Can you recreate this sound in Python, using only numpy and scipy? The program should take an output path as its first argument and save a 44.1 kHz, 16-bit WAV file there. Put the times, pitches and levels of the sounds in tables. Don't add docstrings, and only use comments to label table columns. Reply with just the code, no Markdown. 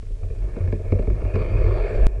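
import sys
import numpy as np
from scipy import signal
from scipy.io import wavfile

SR = 44100
rng = np.random.default_rng(int(sys.argv[2]) if len(sys.argv) > 2 else 0)


def linear_from_db(decibels):
    return 10 ** (np.asarray(decibels, float) / 20)


def wav_out(sig):
    wavfile.write(sys.argv[1], SR, np.round(np.clip(np.atleast_2d(sig).T, -1, 1) * 32767).astype(np.int16))


N = 97020
CUT_S = 2.06816

# (time [s], crunch peak [dB], drum of the floor [dB], brightness [dB])
CRUSTS = [(0.022, -36.5, -37, 3), (0.064, -47.5, -35.5, 7), (0.1, -35.5, -39, -5), (0.131, -93, -54, 2),
          (0.164, -58, -37, 9), (0.23, -31.5, -24.5, -2.5), (0.299, -34.5, -25.5, -2),
          (0.421, -37, -45.5, -2.5), (0.563, -18.5, -35, -15), (0.604, -37.5, -17.5, -4),
          (0.638, -33.5, -21.5, -18), (0.673, -24, -22.5, -4), (0.723, -13.5, -26.5, -6),
          (0.791, -30, -29, -20), (0.845, -32.5, -29.5, -20), (0.919, -10.5, -14.5, -8.5),
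          (0.954, -23, -25.5, -10), (0.988, -15.5, -31, -9.5), (1.021, -29, -49, 2), (1.07, -17, -25, -16),
          (1.098, -22, -29, -3), (1.215, -28, -25, -17), (1.248, -32, -31.5, 4.5), (1.339, -21, -16.5, 0),
          (1.353, -17, -34, 2.5), (1.572, -30.5, -35, -3), (1.639, -43, -20.5, 15),
          (1.662, -32.5, -19, 10.5), (1.762, -36, -39, 7), (1.902, -25, -35, -22)]
# (time [s], swing [dB], frequency [Hz], time to fall 60 dB [s])
LURCHES = [
    (1.953, -11, 23, .25),
    (2.0375, .5, 29.5, 1.),
]


def rms_one(x):
    return x / np.sqrt(np.mean(x ** 2) + 1e-20)


def band(x, hz, width_hz):
    r = np.exp(-np.pi * width_hz / SR)
    top = np.array([1, 0, -1]) * (1 - r * r) / 2
    bottom = [1, -2 * r * np.cos(2 * np.pi * hz / SR), r * r]
    return signal.lfilter(top, bottom, x + 1e-18)


def filtered(x, order, hz, kind="low"):
    return signal.sosfilt(signal.butter(order, hz, kind, fs=SR, output="sos"), x)


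def ring(x, hz, t60):
    r = linear_from_db(-60 / (t60 * SR))
    w = 2 * np.pi * hz / SR
    return signal.lfilter([0, np.sin(w)], [1, -2 * r * np.cos(w), r * r], x + 1e-18)


def struck(modes, s, db):
    chance = rng.standard_normal((len(s), len(modes)))
    out = 0
    for k, (hz, level_db, t60) in enumerate(modes):
        push = np.zeros(N)
        push[(s * SR).astype(int)] = linear_from_db(db + level_db + 0.51 * chance[:, k])
        out = out + ring(push, hz, t60)
    return out


def drift(rate):
    r = np.exp(-2 * np.pi * rate / SR)
    slow = signal.lfilter([1], [1, -2 * r, r * r], rng.standard_normal(N + SR))
    return rms_one(slow[SR:])


def resonate(x, rows, wander_db=None):
    if wander_db is None:
        wander_db = np.zeros((len(rows), 1))
    out = 0
    for k, (hz, width_hz, db) in enumerate(rows):
        wide = 1.46 * width_hz
        once = band(x * linear_from_db(wander_db[k]), hz, wide)
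        out = out + (-1) ** k * linear_from_db(db) / np.sqrt(width_hz) * band(once, hz, wide)
    return out


def grains(rate):
    size_db = 1 * np.minimum(rng.exponential(1, N), 5)
    size = linear_from_db(size_db) * rng.choice([-1, 1], N)
    return rms_one(size * (rng.random(N) < rate / SR))


def crust_bursts():
    t = np.arange(N) / SR
    crunch, crisp, crack = np.zeros((3, N))
    for s, db, _, bright_db in CRUSTS:
        age = np.maximum(t - s, 0)
        body = linear_from_db(db - 9.5) * (1 - np.exp(-age / 0.0005)) * np.exp(-age / 0.011)
        crunch += body
        crisp += linear_from_db(bright_db) * body
        crack += linear_from_db(db + 7.5 + bright_db) * (1 - np.exp(-age / 0.002)) * np.exp(-age / 0.0025)
    return crunch, crisp, crack


def squeak(grit):
    t = np.arange(N) / SR
    hz, width_hz, from_s, to_s = 7550, 600, 1.86, 2.03
    tone = rms_one(band(band(grit, hz, width_hz), hz, width_hz))
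    fade = np.clip(np.minimum(t - from_s, to_s - t) / .03, 0, 1)
    return linear_from_db(-72) * fade * tone


def snow(vigour_db):
    # (frequency [Hz], width [Hz], level [dB])
    housing_modes = [(321.6, 70, -5.5), (373, 46, -1), (427.6, 45.7, 2.5), (504, 72, -3.5),
                     (619.3, 75.3, -1), (870, 172, -19.5), (1099, 287, -14), (1363, 266, -25),
                     (1696, 225, -17), (2185, 240, -17.5), (2468, 117, -20), (2723, 99, -28)]
    # (frequency [Hz], width [Hz], level [dB])
    sheen_modes = [(3050, 200, -2), (3450, 400, -2), (4150, 400, -5), (4570, 170, -1), (5200, 400, -8)]
    swing = vigour_db - vigour_db.max()
    crunch, crisp, crack = crust_bursts()
    grit = grains(2500)
    clumps = linear_from_db(0.5 * drift(21))
    # (resonances, scrape level in dB, loudness of the breaking crusts)
    parts = [(housing_modes[:6], -29 + 0.84 * swing, crunch),
             (housing_modes[6:], 5.5 + vigour_db, linear_from_db(-16) * (0.54 * crisp + crack)),
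             (sheen_modes, -55.5 + 1.9 * swing, linear_from_db(-47) * (0.19 * crisp + crack))]
    out = 0
    for rows, slide_db, burst in parts:
        scale = np.std(resonate(grit, rows))
        wander_db = [2.5 * drift(6.9) for _ in rows]
        out = out + resonate(grit * (linear_from_db(slide_db) * clumps + burst), rows, wander_db) / scale
    notch = band(out, 2000, 230)
    return out - notch + squeak(grit)


def tubes(heave_db):
    # (frequency [Hz], width [Hz], level [dB])
    tube_modes = [(13.2, 42, -11), (30.2, 14.6, 10), (42.24, 9, -3), (59.6, 8.2, -20), (94.9, 11, -13.5),
                  (135.6, 98, -28), (221, 120, -27.5)]
    shake = rng.standard_normal((2, N + SR))
    swing = heave_db - heave_db.mean()
    sway = linear_from_db(-8 + .35 * swing) * rms_one(resonate(shake[0], tube_modes[:2])[SR:])
    boom = linear_from_db(-4.5 + swing) * rms_one(resonate(shake[1], tube_modes[2:])[SR:])
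    return linear_from_db(heave_db.mean()) * (sway + boom)


def drum():
    # (frequency [Hz], level [dB], time to fall 60 dB [s])
    floor_modes = [(93.7, 5, 0.38), (126, -14, 0.43)]
    # (frequency [Hz], level [dB], time to fall 60 dB [s])
    board_modes = [(154, -18.5, 0.17), (213.2, -11.5, 0.14), (254.5, -8, 0.055), (423, -10.5, 0.089)]
    s, crunch_db, drum_db, _ = np.transpose(CRUSTS)
    soft = filtered(struck(floor_modes, s, drum_db - 0.5), 2, 113)
    knock = filtered(struck(board_modes, s + .006, crunch_db), 2, 600)
    return -soft - knock


def snaps():
    t, shape = np.arange(N) / SR, np.zeros(N)
    for s, db, _, bright_db in CRUSTS:
        age = np.maximum(t - s, 0) / .003
        shape += linear_from_db(db + bright_db - 27) * age * np.exp(1 - age)
    return filtered(shape * rng.standard_normal(N), 3, [900, 4800], "band")


def lurches():
    t, out = np.arange(N) / SR, np.zeros(N)
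    for s, db, hz, t60 in LURCHES:
        age = np.maximum(t - s, 0)
        start = 1 - np.exp(-age / .015)
        out -= linear_from_db(db - 60 * age / t60) * np.sin(2 * np.pi * hz * age) * start
    return out * (t < CUT_S)


def circuit():
    # (frequency [Hz], level [dB])
    whines = [(5599, -83), (7402, -85), (9598, -89)]
    t, ticks = np.arange(N) / SR, np.zeros(N)
    at = np.arange(.0214, CUT_S, 1 / 30)
    ticks[(at * SR).astype(int)] = linear_from_db(-42 + 1.1 * rng.standard_normal(len(at)))
    ticks = 4 * filtered(ticks, 3, [500, 3500], "band")
    hiss_db = -63 - 3.5 * (t > CUT_S)
    hiss = linear_from_db(hiss_db) * signal.lfilter([1], [1, -.4], rng.standard_normal(N))
    whine = sum(np.sqrt(2) * linear_from_db(db) * np.sin(2 * np.pi * hz * t) for hz, db in whines)
    return hiss + ticks + whine


def scene():
    # (time [s], sliding vigour [dB], heave of the tubes [dB])
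    haul = [(0.0, -90, -31.5), (0.19, -72.5, -31), (0.49, -62.5, -19.5), (0.62, -59, -24.5),
            (0.79, -66, -21.5), (0.91, -59.5, -28), (0.92, -59.5, -11.5), (1.07, -61.5, -22),
            (1.1, -66, -9.5), (1.21, -52, -18.5), (1.23, -54, -9.5), (1.34, -53.5, -32.5), (1.42, -45, -6),
            (1.43, -48, -18.5), (1.54, -49, -11.5), (1.84, -46, -17), (1.89, -48, -20), (2.06, -48, -10)]
    s, vigour, heave = np.transpose(haul)
    t = np.arange(N) / SR
    moving = t < CUT_S
    vigour = np.where(moving, np.interp(t, s, vigour), -61.5)
    settling = -25 + 4.5 * np.exp(-np.abs(t - CUT_S) / 0.04)
    heave = np.where(moving, np.interp(t, s, heave), settling)
    last_lurch_s = LURCHES[-1][0]
    calm = linear_from_db(-18 * np.clip((t - last_lurch_s) / .012, 0, 1) * moving)
    return (snow(vigour) + calm * tubes(heave) + drum() + lurches() + snaps())[None]


def band_limit(x):
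    return signal.sosfilt(signal.butter(12, 12340, fs=SR, output="sos"), x)


def record(dry):
    age = np.arange(N) / SR - CUT_S
    sag = 1 - .5 * np.exp(np.minimum(age, 0) / .0004)
    resume = 1 - np.exp(-np.maximum(age, 0) / .004)
    gain = np.where(age < 0, sag, resume)
    offset = -.0056
    mix = .9 * np.tanh(dry / .9) * gain + circuit() + offset
    return band_limit(filtered(mix, 8, 10360))


dry = scene()
out = record(dry)
wav_out(out)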